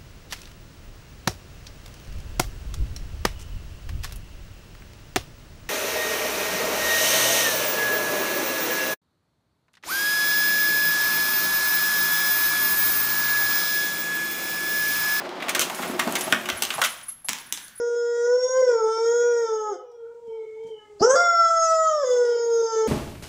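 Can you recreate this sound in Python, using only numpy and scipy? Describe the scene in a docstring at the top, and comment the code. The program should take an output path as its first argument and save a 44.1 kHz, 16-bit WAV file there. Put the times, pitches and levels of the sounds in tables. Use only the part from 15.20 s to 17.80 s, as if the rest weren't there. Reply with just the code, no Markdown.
"""A dog leans on the paddle of a refrigerator's ice dispenser, and the auger motor hums and whirs.
The auger churns the ice, and falling pieces excite the resonances of the plastic chute and tray,
among bumps of the door and the first jingles of the dog's metal collar tags. Near 1.6 s the dog drops
away and the motor runs down. Last, one piece bounces with sharp clicks on the hard floor, while the
tags ring on and the dog moves off with a faint rubbing in the quiet, reverberant kitchen."""
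import sys
import numpy as np
from scipy import signal
from scipy.fft import rfft, irfft, next_fast_len
from scipy.io import wavfile
from scipy.ndimage import map_coordinates

SR = 44100
rng = np.random.default_rng(int(sys.argv[2]) if len(sys.argv) > 2 else 0)


def output_pcm(signal):
    """Save a mono or channel-first signal as 16-bit PCM at the path in sys.argv[1].

    Samples are clipped to [-1, 1] before scaling.
    """
    pcm = np.clip(np.atleast_2d(signal).T, -1, 1) * 32767
    wavfile.write(sys.argv[1], SR, np.round(pcm).astype(np.int16))


N = 114660

# ice striking chute and tray (time [s], knock [dB], crack [dB], contact decay [s], ring of piece [Hz])
ICE_IMPACTS = [(.092, -41, -50.5, 0.0026, 3580), (0.202, -35.5, -51, 0.0085, 2150),
               (0.223, -29, -41, 0.013, 2080), (0.284, -28.5, -36, 0.0049, 2100),
               (.292, -26, -23.5, 0.0089, 2050), (0.349, -22.5, -21.5, 0.0093, 2080),
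               (.394, -28, -17, 0.002, 3070), (0.4008, -55, -29, 0.0017, 3350),
               (0.4073, -49, -23.5, 0.0026, 3120), (.414, -30.5, -19, 0.016, 2670),
               (.498, -29, -36.5, 0.0069, 935), (0.547, -47, -35.5, 0.0056, 2980),
               (.625, -28, -36.5, 0.011, 1350), (0.7937, -23.5, -31, 0.0036, 1140),
               (0.7972, -20.5, -23.5, 0.0045, 1690), (0.877, -48, -39, 0.00038, 3000),
               (0.9242, -47, -29, 0.00074, 3000), (0.954, -24.5, -22.5, 0.0088, 2150),
               (1.009, -47, -25, 0.0073, 2170), (1.1244, -14, -22, 0.0023, 1900),
               (1.2565, -33.5, -38, 0.0042, 2670), (1.288, -24.5, -29.5, 0.0077, 1560),
               (1.3, -24.5, -31.5, 0.0022, 3240), (1.4221, -30, -19, 0.0055, 4100),
               (1.435, -33, -24.5, 0.0018, 4050), (1.4507, -51, -28, 0.0026, 4000),
               (1.5037, -25, -33.5, 0.0062, 2900), (1.54, -33, -36, 0.0022, 1250),
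               (1.616, -17.5, -21.5, 0.0081, 1310), (1.638, -23, -24, 0.009, 3200),
               (1.646, -23.5, -22.5, 0.01, 2930)]
# modes of the plastic chute (frequency [Hz], gain [dB])
CHUTE_MODES = [(230, -2), (630, 4.5), (1130, 6.5), (1230, 5.5), (1440, 6.5), (1575, 2.5), (1890, 0.5),
               (2100, 6.5), (2400, 1.5), (2745, 2.5), (3250, 3), (3800, -0.5)]
# spectrum of cracking ice (frequency [Hz], gain [dB])
CRACK_SPECTRUM = [(100, -12), (800, -3), (2000, -4), (3300, 2.5), (4800, -1.5), (6200, 2.5), (9000, -2),
                  (12000, -5.5), (16000, -2.5)]
# envelope of the ice tumbling in the bin (time [s], level [dB])
CHURN_LEVEL = [(0, -51), (.17, -73), (.3, -44), (.45, -42.5), (.62, -35), (.77, -42.5), (.93, -34),
               (1.05, -36), (1.25, -41.5), (1.5, -37), (1.68, -36.5), (1.8, -46.5), (1.95, -66.5)]
# spectrum of the tumbling ice (frequency [Hz], gain [dB])
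CHURN_SPECTRUM = [(200, -55.5), (700, -14.5), (1400, -6), (3000, -12), (4700, -15.5), (7000, -12.5),
                  (11000, -15.5), (16000, -13.5)]
# envelope of the auger motor (time [s], level [dB])
MOTOR_LEVEL = [(0, -33), (.2, -32), (.35, -30.5), (.55, -33.5), (.7, -31), (1.1, -32), (1.25, -35.5),
               (1.4, -38.5), (1.55, -41), (1.7, -61), (1.85, -76)]
# partials of motor and gears (frequency [Hz], level relative to the motor envelope [dB])
HUM_PARTIALS = [(183, -22), (365, -11.5), (640.6, -18)]
# spectrum of the gearbox whir (frequency [Hz], gain [dB])
WHIR_SPECTRUM = [(30, -38), (70, -31), (130, -16.5), (230, -1.5), (310, -3), (450, -5.5), (650, 1.5),
                 (1000, -3.5), (2000, -11.5), (3300, -15.5), (5000, -21), (10000, -38.5), (16000, -42)]
# ice landing on the floor (time [s], click level [dB], clack relative to the click [dB])
FLOOR_IMPACTS = [(1.814, -53, 1), (2.0862, -30, 2.5), (2.092, -23, -4.5), (2.1323, -30.5, -1.5),
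                 (2.186, -40, -4), (2.325, -22, -12.5), (2.375, -38.5, -2.5), (2.482, -46.5, -22)]
# spectrum of a floor click, with a thin high sheen added near 15 kHz (frequency [Hz], gain [dB])
CLICK_SPECTRUM = [(100, -23), (600, -3), (2000, -22.5), (3500, 7), (6500, 8.5), (10000, 1), (13000, -3.5),
                  (15200, 4.5)]
# modes of the floor and the landing piece (frequency [Hz], bandwidth [Hz], gain [dB])
CLACK_MODES = [(950, 190, 5), (1680, 750, 5), (3150, 1860, 6)]
# dull bumps on the door (time [s], level [dB], frequency [Hz], contact decay [s])
DOOR_BUMPS = [(0.595, -28.5, 232, 0.03), (0.665, -43, 205, 0.0065), (0.693, -25.5, 263, .008),
              (.72, -27.5, 258, 0.026), (.791, -31.5, 275, 0.009), (.868, -22, 239, 0.014),
              (1.087, -40, 153, 0.01), (1.126, -24.5, 240, 0.0057), (1.32, -40, 81, 0.015),
              (1.558, -41, 139, 0.02), (2.087, -38, 218, 0.011), (2.325, -48, 293, 0.0062)]
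# hollow knocks of paddle, tray and collar (time [s], level [dB], pitch [Hz])
HOLLOW_KNOCKS = [(.378, -29, 1420), (.587, -26.5, 850), (.874, -24, 710), (.909, -51, 792),
                 (1.3656, -34, 1400), (1.581, -23, 746), (1.885, -46, 1310), (2.046, -49.5, 740)]
# modes of those knocks (ratio to the pitch [1], bandwidth [Hz], gain [dB])
HOLLOW_MODES = [(1, 227, 3.5), (1.66, 200, -1), (2.1, 196, -5)]
# collar tags touching (time [s], lower mode's relative level [dB], upper mode's relative level [dB])
TAG_CONTACTS = [(0.546, -38, -36), (0.675, -43, -36.5), (0.983, -42, -29), (1.029, -34.5, -29.5),
                (1.368, -38, -32.5), (1.541, -34, -33), (1.651, -26.5, -28), (1.699, -36, -39),
                (1.828, -35.5, -53), (1.882, -33, -25.5), (2.044, -37.5, -30), (2.196, -52, -45),
                (2.262, -43.5, -47), (2.416, -46, -45), (2.437, -40.5, -43), (2.554, -40, -52),
                (2.574, -39.5, -40)]
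# lower and upper mode of the tags (frequency [Hz])
TAG_MODES = [9730, 11085]
# envelope of the rubbing (time [s], level [dB])
RUB_LEVEL = [(2.05, -78.5), (2.25, -53.5), (2.42, -52), (2.6, -56.5)]
# spectrum of the still kitchen air (frequency [Hz], gain [dB])
AIR_SPECTRUM = [(25, -6), (110, -3.5), (200, -0.5), (450, -21), (1700, -15), (5000, -22), (15000, -44)]
# reverberation of the kitchen (frequency [Hz], time to fall by 60 dB [s])
ROOM_T60 = [(200, 0.97), (1400, 0.58), (4000, 0.5448), (8000, 0.41), (15000, 0.95)]
# spectrum of the reflections (frequency [Hz], gain [dB])
ROOM_SPECTRUM = [(200, 1), (1500, 0), (7000, -2.5), (11000, -6), (15000, -9)]


def clatter():
    """Impact excitation: each piece cracks brightly and drives its own mode and those of the chute."""
    out = np.zeros(N)
    chute_modes = [(hz, 0.071 * hz, db) for hz, db in CHUTE_MODES]
    for s, knock_db, crack_db, decay, hz in ICE_IMPACTS:
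        piece = blow(damped_mode(flat_contact(decay), hz, relative_width=0.38))
        wall = blow(resonate(flat_contact(decay), chute_modes))
        knock = blow(wall + amp(1.5) * piece)
        crack = blow(coloured(contact(decay), CRACK_SPECTRUM))
        add(out, s, kitchen(amp(knock_db) * knock + amp(crack_db) * crack, room_db=-12.5))
    return out


def churn(contacts_per_s=400):
    """A Poisson process: many small, independent contacts of ice in the bin merge into a crunch."""
    impulses = (rng.random(N) < contacts_per_s / SR) * rng.choice([-1, 1], N)
    strength = amp(np.clip(rng.standard_normal(N), -2, 2))
    crunch = coloured(impulses * strength, CHURN_SPECTRUM)
    return level(CHURN_LEVEL) * unit(kitchen(crunch, room_db=2))


def motor(pitch_waver=0.0129, flutter_db=2.5, sag_db=-11, sag_s=0.24, sag_half_span_s=0.057):
    """Frequency and amplitude modulation roughen the motor's hum, over the noisy whir of the gears."""
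    hum = 0
    for hz, db in HUM_PARTIALS:
        phase = 2 * np.pi * np.cumsum(hz * (1 + pitch_waver * wobble(22.66))) / SR
        roughness = 1 + .4 * wobble(70)
        hum += amp(db + flutter_db * wobble(12.52)) * roughness * np.sqrt(2) * np.sin(phase)
    # the hum weakens as the auger takes up the ice
    sag = amp(sag_db * np.exp(-((np.arange(N) / SR - sag_s) / sag_half_span_s) ** 4))
    whir = unit(coloured(rng.standard_normal(N), WHIR_SPECTRUM) * amp(1.7 * wobble(59.24)))
    return level(MOTOR_LEVEL) * (sag * hum + amp(-2.5) * whir)


def floor_bounces():
    """A brief impact has a broad spectrum: ice clicks on the floor; a flat landing adds a dull clack."""
    out = np.zeros(N)
    for s, db, clack_db in FLOOR_IMPACTS:
        chips = flat_contact(decay=0.00107)  # crumbs break off at each landing
        force = blow(signal.unit_impulse(len(chips))) + blow(chips)
        click = blow(coloured(force, CLICK_SPECTRUM))
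        clack = blow(resonate(chips, CLACK_MODES))
        add(out, s, kitchen(amp(db) * (click + amp(clack_db) * clack), room_db=-6))
    return out


def bumps_and_knocks():
    """Damped resonance: the door panel thuds in one low mode; paddle, tray and collar knock in three."""
    out = np.zeros(N)
    for s, db, hz, decay in DOOR_BUMPS:
        thud = damped_mode(flat_contact(decay), hz, relative_width=0.33)
        add(out, s, amp(db) * blow(kitchen(thud, room_db=-9.5)))
    for s, db, hz in HOLLOW_KNOCKS:
        modes = [(hz * ratio, width, mode_db) for ratio, width, mode_db in HOLLOW_MODES]
        knock = resonate(flat_contact(decay=.012), modes)
        add(out, s, amp(db) * blow(kitchen(knock, room_db=-17.5)))
    return out


def collar_tags(t60_s=0.16, attack_s=0.0068, linewidth_hz=20, max_beat_hz=25.2):
    """Beating: two metal tags chatter together and ring at nearly the same pitch in two high modes."""
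    out, t = np.zeros(N), np.arange(SR // 3) / SR
    envelope = amp(5.5 - 60 * t / t60_s) * (1 - np.exp(-t / attack_s))
    phase_step = np.sqrt(2 * np.pi * linewidth_hz / SR)  # a random walk of phase broadens each mode
    for s, *mode_dbs in TAG_CONTACTS:
        drifts = phase_step * np.cumsum(rng.standard_normal((2, len(t))), axis=1)
        ring = sum(amp(db) * np.sin(2 * np.pi * hz * t + drift)
                   for hz, db, drift in zip(TAG_MODES, mode_dbs, drifts))
        beat = np.cos(np.pi * max_beat_hz * rng.uniform(0.4, 1) * t)
        hiss = unit(resonate(rng.standard_normal(len(t)), [(11700, 10000, 0)]))
        rattle = amp(max(mode_dbs) - 18.5) * hiss
        add(out, s, kitchen((ring * beat + rattle) * envelope, room_db=-9.5))
    return out


def rubbing(hz=1620, width_hz=300):
    """Friction noise drives one resonance faintly as the dog moves off."""
    return level(RUB_LEVEL) * unit(resonate(rng.standard_normal(N), [(hz, width_hz, 0)]))


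def still_air():
    """Stationary noise, strongest in the bass, forms the noise floor of the kitchen."""
    return amp(-62.5) * unit(coloured(rng.standard_normal(N), AIR_SPECTRUM))


def kitchen(x, room_db, early_db=-7.5, early_decay_s=0.024):
    """Convolution with a room response: direct sound, early reflections and a diffuse tail at room_db."""
    hz, frame_s, noise = signal.stft(rng.standard_normal(SR // 2), SR, nperseg=256)
    decay_db = along(ROOM_SPECTRUM, hz)[:, None] - 60 * frame_s / along(ROOM_T60, hz)[:, None]
    tail = signal.istft(noise * amp(decay_db), SR, nperseg=256)[1]
    t = np.arange(len(tail)) / SR
    tail *= 1 - np.exp(-t / 0.0013)
    spikes = rng.standard_normal(len(t)) ** 3  # cubing makes a few reflections stand out
    early = coloured(spikes * np.exp(-t / early_decay_s) * (1 - np.exp(-t / 0.0018)), ROOM_SPECTRUM)
    response = amp(room_db) * tail / np.linalg.norm(tail) + amp(early_db) * early / np.linalg.norm(early)
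    response[0] += 1
    return signal.fftconvolve(x, response)[:N]


def contact(decay, grit_db=4.5):
    """The force of a rough contact: gritty noise that dies away exponentially."""
    t = np.arange(SR // 5) / SR
    return rng.standard_normal(len(t)) * amp(grit_db * rng.standard_normal(len(t))) * np.exp(-t / decay)


def flat_contact(decay):
    """Spectral whitening: a short contact force with nearly equal strength at all frequencies."""
    burst = contact(decay)
    t = np.arange(len(burst)) / SR
    window = np.exp(-(t / (5 * decay)) ** 2)
    for _ in range(3):
        phase = np.angle(rfft(burst))
        burst = irfft(np.exp(1j * phase), len(t)) * window
    return burst


def damped_mode(force, hz, relative_width):
    """Resonators in cascade: a second, broad one steepens the skirts of the first."""
    ring = resonate(force, [(hz, relative_width * hz, 0)])
    return resonate(ring, [(hz, hz, 0)])


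def resonate(x, modes):
    """Modal superposition with alternating signs; modes are (frequency [Hz], bandwidth [Hz], gain [dB])."""
    def response(f):
        return sum((-1) ** k * amp(db) * 1j * f * width / (hz * hz - f * f + 1j * f * width)
                   for k, (hz, width, db) in enumerate(modes))
    return filtered(x, response)


def coloured(x, spectrum):
    """Minimum-phase filtering: a causal response shaped by (frequency [Hz], gain [dB]) points."""
    def response(hz):
        cepstrum = irfft(np.log(amp(along(spectrum, hz))))
        cepstrum[1:len(cepstrum) // 2] *= 2
        cepstrum[len(cepstrum) // 2 + 1:] = 0
        return np.exp(rfft(cepstrum))
    return filtered(x, response)


def filtered(x, response):
    """Linear filtering: the spectrum of x times a complex frequency response."""
    size = 2 * next_fast_len(len(x) // 2 + 4096)
    return irfft(rfft(x, size) * response(np.fft.rfftfreq(size, 1 / SR)), size)[:len(x)]


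def amp(db):
    """Decibels as an amplitude ratio."""
    return 10 ** (np.asarray(db) / 20)


def unit(x):
    """Power normalisation to rms 1."""
    return x / np.sqrt(np.mean(x ** 2) + 1e-20)


def blow(x):
    """Energy normalisation to that of 10 ms at rms 1."""
    return x / np.linalg.norm(x) * np.sqrt(SR / 100)


def along(points, hz):
    """Interpolation of (frequency [Hz], value) points on a logarithmic frequency axis."""
    knot_hz, values = np.transpose(points)
    return np.interp(np.log(hz + 1), np.log(knot_hz + 1), values)


def level(points):
    """Amplitude envelope through (time [s], level [dB]) points."""
    return amp(np.interp(np.arange(N) / SR, *np.transpose(points)))


def wobble(knots_per_s):
    """Smooth random modulation: a spline through Gaussian values."""
    return map_coordinates(rng.standard_normal(256), [np.arange(N) * knots_per_s / SR], mode="wrap")


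def add(out, s, x):
    """Superposition of x onto out, starting at s seconds."""
    start = max(0, round(s * SR))
    out[start:start + len(x)] += x[:len(out[start:])]


def scene():
    """The pressures of all sources add in front of the refrigerator."""
    low_cut = signal.butter(3, 190, "highpass", fs=SR, output="sos")  # small pieces radiate no bass
    ice = signal.sosfilt(low_cut, churn() + clatter() + floor_bounces())
    return (motor() + ice + bumps_and_knocks() + collar_tags() + still_air() + rubbing())[None]


def record(dry):
    """Saturation and band limiting: the microphone rounds the highest peaks and cuts the top treble."""
    ceiling, band_limit_hz = .75, 15600
    rounded = dry[0] / (1 + np.abs(dry[0] / ceiling) ** 4) ** (1 / 4)
    return filtered(rounded, lambda hz: 1 / (1 + (hz / band_limit_hz) ** 120))[None]


dry = scene()
out = record(dry)
output_pcm(out)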